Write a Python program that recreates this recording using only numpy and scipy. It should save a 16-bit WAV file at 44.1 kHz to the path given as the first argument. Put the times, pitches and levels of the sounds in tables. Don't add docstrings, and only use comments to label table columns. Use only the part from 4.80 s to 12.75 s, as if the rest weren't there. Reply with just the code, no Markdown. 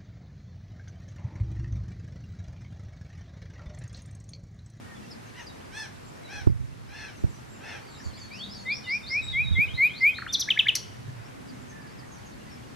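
import sys
import numpy as np
from scipy import signal
from scipy.fft import rfft, irfft
from scipy.io import wavfile
from scipy.ndimage import map_coordinates

SR = 44100
rng = np.random.default_rng(int(sys.argv[2]) if len(sys.argv) > 2 else 0)


def bounce(signal):
    frames = np.transpose(np.atleast_2d(signal))
    limited = np.clip(frames, -1, 1)
    pcm = np.round(limited * 32767).astype(np.int16)
    wavfile.write(sys.argv[1], SR, pcm)


N = 350595


# t/s, length/s, level/dB, crest, middle f/Hz
WHISTLES = [(3.85, .098, -26.7, .76, 2232), (4.062, .125, -26.5, .66, 2230),
            (4.296, .125, -25.2, .62, 2310), (4.526, .12, -23.2, .57, 2280), (4.750, .11, -19.7, .58, 2290),
            (4.972, .117, -17.6, .58, 2265), (5.203, .112, -16.2, .55, 2280)]
WHISTLE_BEND = [-190, -200, -85, 80, 205, 220]


def whistles():
    notes = [(*note, *(hz + np.array(WHISTLE_BEND))) for *note, hz in WHISTLES]
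    return sing(notes, fullness=1.05, waver=.0025, flutter_db=.46, overtone_db=6, opening_db=18)


# delay/s, length/s, level/dB, crest, pitches f/Hz
TICK = [(0, .01, 0, .28, 2100, 1720, 1370, 1200)]
# t/s, level/dB
TICKS = [(5.383, -32), (5.419, -32), (5.463, -33.5)]
# delay/s, length/s, crest, pitches f/Hz
CHUCK_MURMUR = (-.028, .017, .75, 1620, 1690, 1770, 1970)
CHUCK_FLICK = (-.016, .008, .5, 1890, 2440)
CHUCK_TRAIL = (.011, .012, .35, 2780, 2450)
# delay/s, length/s, pitches f/Hz
CHUCK_FALL = (0, .013, 3900, 3280, 3020, 2780)
# the fall's t/s, level/dB and crest, then flick level/dB relative to the fall
CHUCKS = [(5.703, -16.5, .45, -7.5), (5.790, -14.3, .45, -9), (5.8835, -14.5, .72, -6)]


def ticks_and_chucks():
    notes = repeat(TICK, TICKS)
    delay, length, *pitches = CHUCK_FALL
    for start, db, crest, flick_db in CHUCKS:
        notes += [stroke(CHUCK_MURMUR, start, db - 18), stroke(CHUCK_FLICK, start, db + flick_db),
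                  (start + delay, length, db, crest, *pitches), stroke(CHUCK_TRAIL, start, db - 7.5)]
    return sing(notes, fullness=.6, waver=.008, flutter_db=1, overtone_db=6, rasp_db=-16, falloff_db=-4.5)


# delay/s, length/s, crest, pitches f/Hz
WHIP_FLICK = (0, .008, .65, 4300, 5700, 6700)
WHIP_ARCH = (.005, .018, .5, 5200, 6000, 5700, 4800)
WHIP_FALL = (.012, .025, .55, 5500, 4300, 3550, 3150)
# t/s, fall level/dB, then flick and arch level/dB relative to the fall
WHIPS = [(5.524, -20, -15, -8), (5.594, -26, -1, 2.5)]


def whips():
    notes = []
    for start, db, flick_db, arch_db in WHIPS:
        notes += [stroke(WHIP_FLICK, start, db + flick_db), stroke(WHIP_ARCH, start, db + arch_db),
                  stroke(WHIP_FALL, start, db)]
    return sing(notes, fullness=.8, waver=.015, flutter_db=1.5,
                overtone_db=-6, rasp_db=-16.5, octave_db=-3.5, falloff_db=-4)


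# t/s, length/s, level/dB, crest, pitches f/Hz
SNAP_NOTES = [(5.9505, .012, -25.5, .4, 4300, 5900, 5850, 5300), (5.9595, .014, -32, .3, 5100, 4500, 4000),
              (5.954, .016, -41, .25, 2700, 2100, 1450)]
# t/s, level/dB
SNAP_BURST = (5.9505, -21.5)
# f/Hz, level/dB
SNAP_COLOUR = [(900, -46), (2200, -17), (2900, -23), (4500, -9), (6000, -3), (7400, -19.5), (10500, -16.5),
               (15500, -28)]


def snap(rise_s=.0034, decay_s=.007):
    out = sing(SNAP_NOTES, fullness=.8, waver=.03, flutter_db=2,
               overtone_db=-6, rasp_db=-12, octave_db=-4)
    start, db = SNAP_BURST
    t = np.arange(SR // 16) / SR
    burst = unit(colour(rng.standard_normal(len(t)), SNAP_COLOUR))
    envelope = np.minimum(t / rise_s, 1) ** 2 * np.exp(-np.maximum(t - rise_s, 0) / decay_s)
    add(out, start, undb(db) * burst * envelope)
    return out


def nightingale():
    song = whistles() + ticks_and_chucks() + whips() + snap()
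    return thicket(song, echo_db=-1, leaf_s=.2, wood_s=.72, wood_db=-8, spread=.95)


# f/Hz, level/dB
OVERTONES = [(4500, -38.5), (7000, -44), (9000, -45), (11000, -42), (12100, -32.5), (13300, -42.5),
             (14500, -41.5), (15500, -54)]
# f/Hz, level/dB
RASP = [(3000, -10), (5000, 7), (6000, 10), (7100, 3), (7900, -10), (9500, 0), (11000, 3), (12200, 1),
        (12800, -12), (15500, -14)]


def sing(notes, fullness, waver, flutter_db,
         overtone_db=0, rasp_db=-48, opening_db=0, octave_db=0, falloff_db=0):
    out = np.zeros(N)
    hiss = unit(colour(rng.standard_normal(N), RASP))
    for start, length, db, crest, *pitches in notes:
        n, first = int(length * SR), int(start * SR)
        progress = np.linspace(0, 1, n)
        glide = np.polyfit(np.linspace(0, 1, len(pitches)), pitches, len(pitches) - 1)
        hz = np.polyval(glide, progress) * (1 + waver * wander(n, 266))
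        phase = 2 * np.pi * np.cumsum(hz) / SR
        pressure = swell(progress, crest, fullness) * undb(flutter_db * wander(n, 107))
        overtones = sum(undb(along(OVERTONES, k * hz) + falloff_db * (k - 2))
                        * (k * hz < SR / 2) * np.sin(k * phase) for k in range(2, 7))
        brightness = undb(overtone_db + 2.8 * min(db + 19.5, 0) + opening_db * (progress - 1))
        strain = undb(rasp_db) * np.clip((hz - 3500) / 2500, 0, 1)
        harshness = strain * (hiss[first:first + n] + undb(octave_db) * np.sin(2 * phase))
        tone = np.sin(phase) + brightness * overtones + harshness
        add(out, start, np.sqrt(2) * undb(db) * pressure * tone)
    return out


# delay/s, length/s, level/dB, crest, pitches f/Hz
SEESAW_RISE = (0, .067, -3, .45, 4450, 4800, 5300, 5550)
SEESAW_ANSWER = (.062, .075, 0, .4, 4780, 4430, 4380)
# t/s, level/dB, pitch multiplier for the rise
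SEESAWS = [(3.0, -60, .92), (3.17, -55.5, 1.1), (3.33, -50, .92), (3.51, -48.5, 1.02), (3.68, -46.5, 1.0)]


def seesaw_notes():
    notes = []
    for start, db, ratio in SEESAWS:
        rise = (*SEESAW_RISE[:4], *(ratio * np.array(SEESAW_RISE[4:])))
        notes += repeat([rise, SEESAW_ANSWER], [(start, db)], vary=.008)
    return notes


# delay/s, length/s, level/dB, crest, pitches f/Hz
SLIDE = [(0, .14, 0, .4, 7750, 7280, 6980)]
SQUEAK = [(0, .04, 0, .4, 7100, 7150, 6500, 5700)]
SWEEP = [(-.033, .042, -1, .7, 3720, 3650, 3720), (0, .09, 0, .23, 3730, 4820, 5450, 5780)]
PIPE = [(0, .1, 0, .73, 3960, 3780, 3800, 3730), (.097, .048, -4.5, .45, 3700, 3200)]
SCOOP = [(-.07, .026, -3, .5, 4200, 3150, 2780), (-.05, .047, 2, .5, 2880, 3150, 3230),
         (0, .072, -.5, .2, 3150, 3990, 4270, 4350)]
# t/s, level/dB
SLIDES = [(2.68, -62), (3.10, -64)]
SQUEAKS = [(3.235, -56.5), (3.372, -56), (3.418, -58), (3.785, -61)]
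SWEEPS = [(3.893, -41.5), (4.073, -42), (4.262, -39.5)]
PIPES = [(4.412, -33), (4.63, -36)]
SCOOPS = [(4.93, -42.5), (5.132, -45.5), (5.335, -44)]
# t/s, length/s, level/dB, crest, pitches f/Hz
SINGLE_NOTES = [(3.50, .1, -47.5, .3, 2200, 2600, 3120), (3.59, .058, -37, .85, 3040, 3390, 3920),
                (3.905, .04, -47, .5, 3550, 3450, 3200), (4.035, .075, -50, .25, 3080, 2830, 2700),
                (4.422, .04, -53, .5, 7100, 7800, 7620, 7000), (5.02, .05, -46, .6, 4200, 3900, 3400),
                (5.16, .05, -49, .5, 4100, 4550, 4800), (5.475, .046, -37, .5, 2560, 3470, 3570, 3100)]
# t/s, length/s, level/dB, f/Hz
SOFT_TICKS = [(3.143, .012, -52, 4000), (3.158, .012, -53, 3950), (3.195, .018, -52, 1850),
              (3.195, .014, -56, 3100), (3.372, .016, -52, 2350), (3.372, .016, -51, 3500),
              (3.728, .012, -50, 4200)]


def second_songbird():
    phrase = repeat(SLIDE, SLIDES) + seesaw_notes() + repeat(SQUEAK, SQUEAKS, vary=.02)
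    phrase += repeat(SWEEP, SWEEPS, vary=.003) + repeat(PIPE, PIPES) + repeat(SCOOP, SCOOPS, vary=.01)
    warble = sing(phrase + SINGLE_NOTES, fullness=.63, waver=.005, flutter_db=2.2)
    chatter = twitter(start=3, end=3.8, count=30, db=-59.5, centre_hz=4700, length_s=.04)
    chatter += twitter(start=3.8, end=5.3, count=16, db=-57, centre_hz=3300, length_s=.06)
    warble += sing(chatter + sagging(SOFT_TICKS, sag=.12), fullness=.88, waver=.015, flutter_db=2.5)
    return thicket(warble, echo_db=7.5, leaf_s=.2, wood_s=1, wood_db=-10, spread=1)


# t/s, length/s, top f/Hz, level/dB, roughness (0-1), second voice (0-1), crest,
# treble tilt/dB per octave, middle ring level/dB, top ring level/dB
CAWS = [(0.53, .115, 994, -42, .65, .25, .6, -3.5, 5, 1), (0.908, .185, 878, -36.3, .32, .1, .46, 0, -3, 4),
        (1.462, .2, 838, -38.6, .48, .2, .42, -1.4, -.5, -2),
        (2.05, .31, 875, -39.6, .62, .3, .52, -1.3, 3, -3),
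        (2.775, .255, 885, -39.2, .8, .65, .54, -3.3, 5, 2)]
# f/Hz, level/dB
CAW_THROAT = [(600, -15), (850, -10), (1200, -11), (1750, -.5), (2150, -3), (2650, -4), (3050, -8),
              (3600, -8), (4300, -9.5), (4750, -20), (5300, -7.5), (6000, -8), (6500, -21), (7300, -29),
              (8500, -19), (11000, -37)]


def gull_like_bird(arch=.27, jitter=.04, rasp=.7, second_ratio=.8, brighten=.06):
    out = np.zeros(N)
    for start, length, top_hz, db, rough, second, crest, tilt_db, mid_db, top_db in CAWS:
        n = int(length * SR)
        progress = np.linspace(0, 1, n)
        pressure = swell(progress, crest, fullness=1.15)
        shake = rough * np.sqrt(pressure)

        def side(pitch_hz):
            wobble = 1 + jitter * shake * (wander(n, 500) + .5 * wander(n, 90))
            hz = pitch_hz * (1 - arch * (2 * progress - .92) ** 2) * wobble
            phase = 2 * np.pi * np.cumsum(hz) / SR
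            tone = 0
            for k in range(1, 17):
                tremble = 1 + shake * (wander(n, 300) + 1j * wander(n, 300))
                tone += pressure ** (brighten * k) * np.exp(1j * k * phase) * tremble
            return unit(tone.real)

        voice = side(top_hz) + second * side(top_hz * second_ratio)
        voice += rasp * shake * rng.standard_normal(n)
        throat = [(hz, base_db + tilt_db * np.log2(hz) + mid_db * ring(hz, 2650) + top_db * ring(hz, 8600))
                  for hz, base_db in CAW_THROAT]
        add(out, start, undb(db) * unit(colour(voice, throat)) * pressure)
    return thicket(out, echo_db=7.5, leaf_s=.21, wood_s=.7, wood_db=-20, spread=1.7)


def ring(hz, centre_hz, octaves=.28):
    return np.exp(-(np.log2(hz / centre_hz) / octaves) ** 2)


# delay/s, length/s, level/dB, crest, pitches f/Hz
CHIP = [(0, .03, 0, .6, 5450, 4800, 4200)]
SLIP = [(0, .07, 0, .35, 6600, 6150, 5550)]
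# t/s, level/dB
CHIPS = [(.30, -52), (.655, -60), (5.205, -50), (6.675, -57.5), (7.175, -61)]
SLIPS = [(.44, -66), (.58, -60), (2.35, -65), (2.50, -66), (6.72, -66), (6.87, -63), (7.31, -61),
         (7.45, -64)]
# t/s, length/s, level/dB, f/Hz
FAR_WHISTLES = [(.03, .14, -57, 1880), (.145, .035, -58, 3500), (.22, .045, -59, 2780),
                (.68, .04, -56, 3950), (1.255, .035, -57, 7550), (1.435, .05, -53, 4020),
                (6.89, .21, -58, 1760), (7.21, .035, -58, 1900), (7.60, .05, -59, 2880),
                (7.67, .025, -57, 2050), (7.70, .06, -60, 5400)]


def far_birds():
    chorus = twitter(start=0, end=N / SR, count=120, db=-67.5, centre_hz=4600, length_s=.051)
    chorus += twitter(start=0, end=N / SR, count=70, db=-63, centre_hz=2300, length_s=.07)
    notes = repeat(CHIP, CHIPS, vary=.02) + repeat(SLIP, SLIPS, vary=.02) + chorus
    song = sing(notes, fullness=.69, waver=.025, flutter_db=4.8)
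    song += sing(sagging(FAR_WHISTLES, sag=.06), fullness=.6, waver=.012, flutter_db=3.5)
    return thicket(song, echo_db=10.5, leaf_s=.14, wood_s=.7, wood_db=-19, spread=1)


# f/Hz, level/dB
LEAF_ECHO = [(1500, -7.5), (2300, -12), (3200, -12), (4200, -7), (5500, -6.5), (8000, -10), (14000, -16)]


def thicket(x, echo_db, leaf_s, wood_s, wood_db, spread):
    t = np.arange(SR) / SR
    common = rng.standard_normal(SR)
    near, far = rng.standard_normal((2, 2, SR))
    onset = np.clip((t - .003) / .002, 0, 1)
    leaves = unit((common + spread * near) * onset * undb(-60 * t / leaf_s))
    wood = unit((common + far) * onset * undb(-60 * t / wood_s))
    tail = colour(leaves + undb(wood_db) * wood, LEAF_ECHO)[:, :SR * 9 // 10] / np.sqrt(SR)
    return x + undb(echo_db) * signal.fftconvolve(x[None], tail, axes=1)[:, :N]


# peak t/s, level/dB, build-up/s, dying away/s
GUSTS = [(1.72, -21.5, .07, .14), (2.46, -27.5, .03, .06), (4.70, -21.5, .11, .1)]
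# t/s, level/dB, f/Hz, decay/s
EDDIES = [(1.6695, 1, 98, .011), (1.669, 4, 340, .0028), (1.69, -14, 175, .014), (1.80, -18, 120, .02),
          (2.438, -6.5, 105, .011), (2.438, -7, 240, .004), (3.254, -22, 80, .024), (4.703, -12, 86, .03),
          (4.781, -14.5, 160, .014), (4.934, -19.5, 90, .015)]


def wind(low_hz=55, high_hz=135, rise_s=.0053, left_db=-5.5, churn_db=3, ragged=.35):
    def rumble(edge_hz):
        band = signal.butter(3, [low_hz, max(edge_hz, 1.5 * low_hz)], "band", fs=SR, output="sos")
        return unit(signal.sosfilt(band, rng.standard_normal(N)))

    clock, t = np.arange(N) / SR, np.arange(SR // 3) / SR
    force = sum(undb(db) * np.exp(-np.maximum((peak - clock) / build_s, (clock - peak) / die_s))
                for peak, db, build_s, die_s in GUSTS)
    out = force * rumble(high_hz) * undb(churn_db * wander(N, 25))
    for start, db, hz, decay_s in EDDIES:
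        envelope = np.minimum(t / rise_s, 1) * np.exp(-t / decay_s)
        thump = (np.sin(2 * np.pi * hz * t) + ragged * rumble(2 * hz)[-len(t):]) * envelope
        add(out, start, undb(db) * unit(thump) * np.sqrt(np.mean(envelope ** 2)))
    out = signal.sosfilt(signal.butter(1, low_hz / 2, "high", fs=SR, output="sos"), out)
    return out * np.array([[-undb(left_db)], [1]])


# loudest t/s, half length/s, f/Hz, level/dB
ENGINES = [(.1, .35, 225, -50), (3.8, .45, 203, -48.5), (6.3, .22, 121, -41.5), (6.72, .22, 245, -47.5),
           (7.15, .35, 145, -54), (7.85, .25, 255, -53)]


def traffic(hum_hz=108, hum_db=-53, rise_hz_per_s=2.5, drift=.058):
    def drone(hz):
        phase = 2 * np.pi * np.cumsum(hz * (1 + drift * wander(N, 6.5))) / SR
        sides = [wander(N, 45) * np.sin(phase) + wander(N, 45) * np.cos(phase) for _ in range(2)]
        return unit(np.array(sides))

    t = np.arange(N) / SR
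    hum = undb(hum_db) * drone(hum_hz + rise_hz_per_s * t)
    return hum + sum(undb(db) * np.exp(-((t - peak) / half_s) ** 2) * drone(hz)
                     for peak, half_s, hz, db in ENGINES)


# f/Hz, level/dB
AIR_COLOUR = [(25, -28), (45, -9.5), (80, -5), (125, -4), (250, -7.5), (400, -13.5), (614, -17.5),
              (1020, -18), (1850, -19.3), (3500, -27.5), (5500, -29.5), (9000, -34.5), (12500, -40),
              (15500, -50)]
# f/Hz, likeness (1 = the same, -1 = opposite)
AIR_LIKENESS = [(60, -.1), (130, 0.39), (290, -0.23), (640, -0.69), (1400, -0.21), (3100, 0.18),
                (15000, -0.052)]


def air(db=-48.5, flicker_db=2):
    hz = bins(N)
    likeness = along(AIR_LIKENESS, hz)
    middle, side = rfft(rng.standard_normal((2, N))) * undb(along(AIR_COLOUR, hz))
    spectrum = middle + side * np.sqrt((1 - likeness) / (1 + likeness)) * np.array([[1], [-1]])
    octave = np.log2(np.clip(hz, 2 ** 5, 2 ** 14))
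    out = 0
    for k in range(5, 15):
        band = irfft(spectrum * np.maximum(1 - np.abs(octave - k), 0), N)
        out += band * undb(flicker_db * (15 - k) / 10 * wander(N, 7))
    return undb(db) * out / np.std(out.mean(axis=0))


def swell(progress, crest, fullness):
    return np.abs(np.sin(np.pi * np.interp(progress, [0, crest, 1], [0, .5, 1]))) ** fullness


def stroke(shape, start, db):
    delay, length, *rest = shape
    return (start + delay, length, db, *rest)


def repeat(syllable, times, vary=0):
    return [(start + delay, length, db + stroke_db, crest,
             *(np.array(pitches) * (1 + vary * rng.standard_normal(len(pitches)))))
            for start, db in times for delay, length, stroke_db, crest, *pitches in syllable]


def sagging(rows, sag):
    return [(start, length, db, .5, hz, hz * (1 - sag / 4), hz * (1 - sag))
            for start, length, db, hz in rows]


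def twitter(start, end, count, db, centre_hz, length_s):
    offsets, sizes = rng.uniform(size=(count, 2)).T
    bends = rng.standard_normal((count, 4))
    times = start + (end - start) * (np.arange(count) + offsets) / count
    glides = centre_hz * np.exp(.2 * bends[:, :1] + .17 * np.cumsum(bends[:, 1:], axis=1))
    return [(min(t, N / SR - 2 * length_s), length_s * (.5 + size), db - 6 * size, .5, *pitches)
            for t, size, pitches in zip(times, sizes, np.minimum(glides, 7500))]


def undb(db):
    return 10 ** (np.asarray(db) / 20)


def unit(x):
    return x / np.sqrt(np.mean(x ** 2) + 1e-20)


def along(points, hz):
    point_hz, value = np.transpose(points)
    return np.interp(np.log(np.maximum(hz, 1)), np.log(point_hz), value)


def bins(n):
    return np.arange(n // 2 + 1) * SR / n


def colour(x, points):
    n = x.shape[-1]
    return irfft(rfft(x) * undb(along(points, bins(n))), n)


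def wander(n, rate):
    place = np.arange(n) * rate / SR
    return map_coordinates(rng.standard_normal(int(place[-1]) + 2), [place], order=2, mode="nearest")


def add(track, start, x):
    first = int(start * SR)
    track[first:first + len(x)] += x[:len(track) - first]


def pan(x, db):
    return x * undb(np.array([[db], [-db]]) / 2)


def scene():
    singers = pan(nightingale() + undb(-1.2) * second_songbird(), db=1.05)
    caws = undb(-5) * pan(gull_like_bird(), db=1)
    return singers + caws + undb(-3.5) * far_birds() + air() + traffic() + wind()


def record(dry, limit_db=-9, attack_s=.0043, release_s=.7, squeeze=.5, top_hz=15300):
    fade = np.exp(-np.arange(N) / SR / release_s)
    held_peak = np.maximum.accumulate(np.abs(dry).max(axis=0) / fade) * fade
    excess = np.maximum(np.log(held_peak / undb(limit_db)), 0)
    lag = np.exp(-1 / (attack_s * SR))
    smooth_excess = signal.lfilter([1 - lag], [1, -lag], excess)
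    ducked = np.clip(dry * np.exp(-squeeze * smooth_excess), -1, 1)
    return signal.sosfilt(signal.ellip(10, .2, 80, top_hz, fs=SR, output="sos"), ducked)


dry = scene()
out = record(dry)
bounce(out)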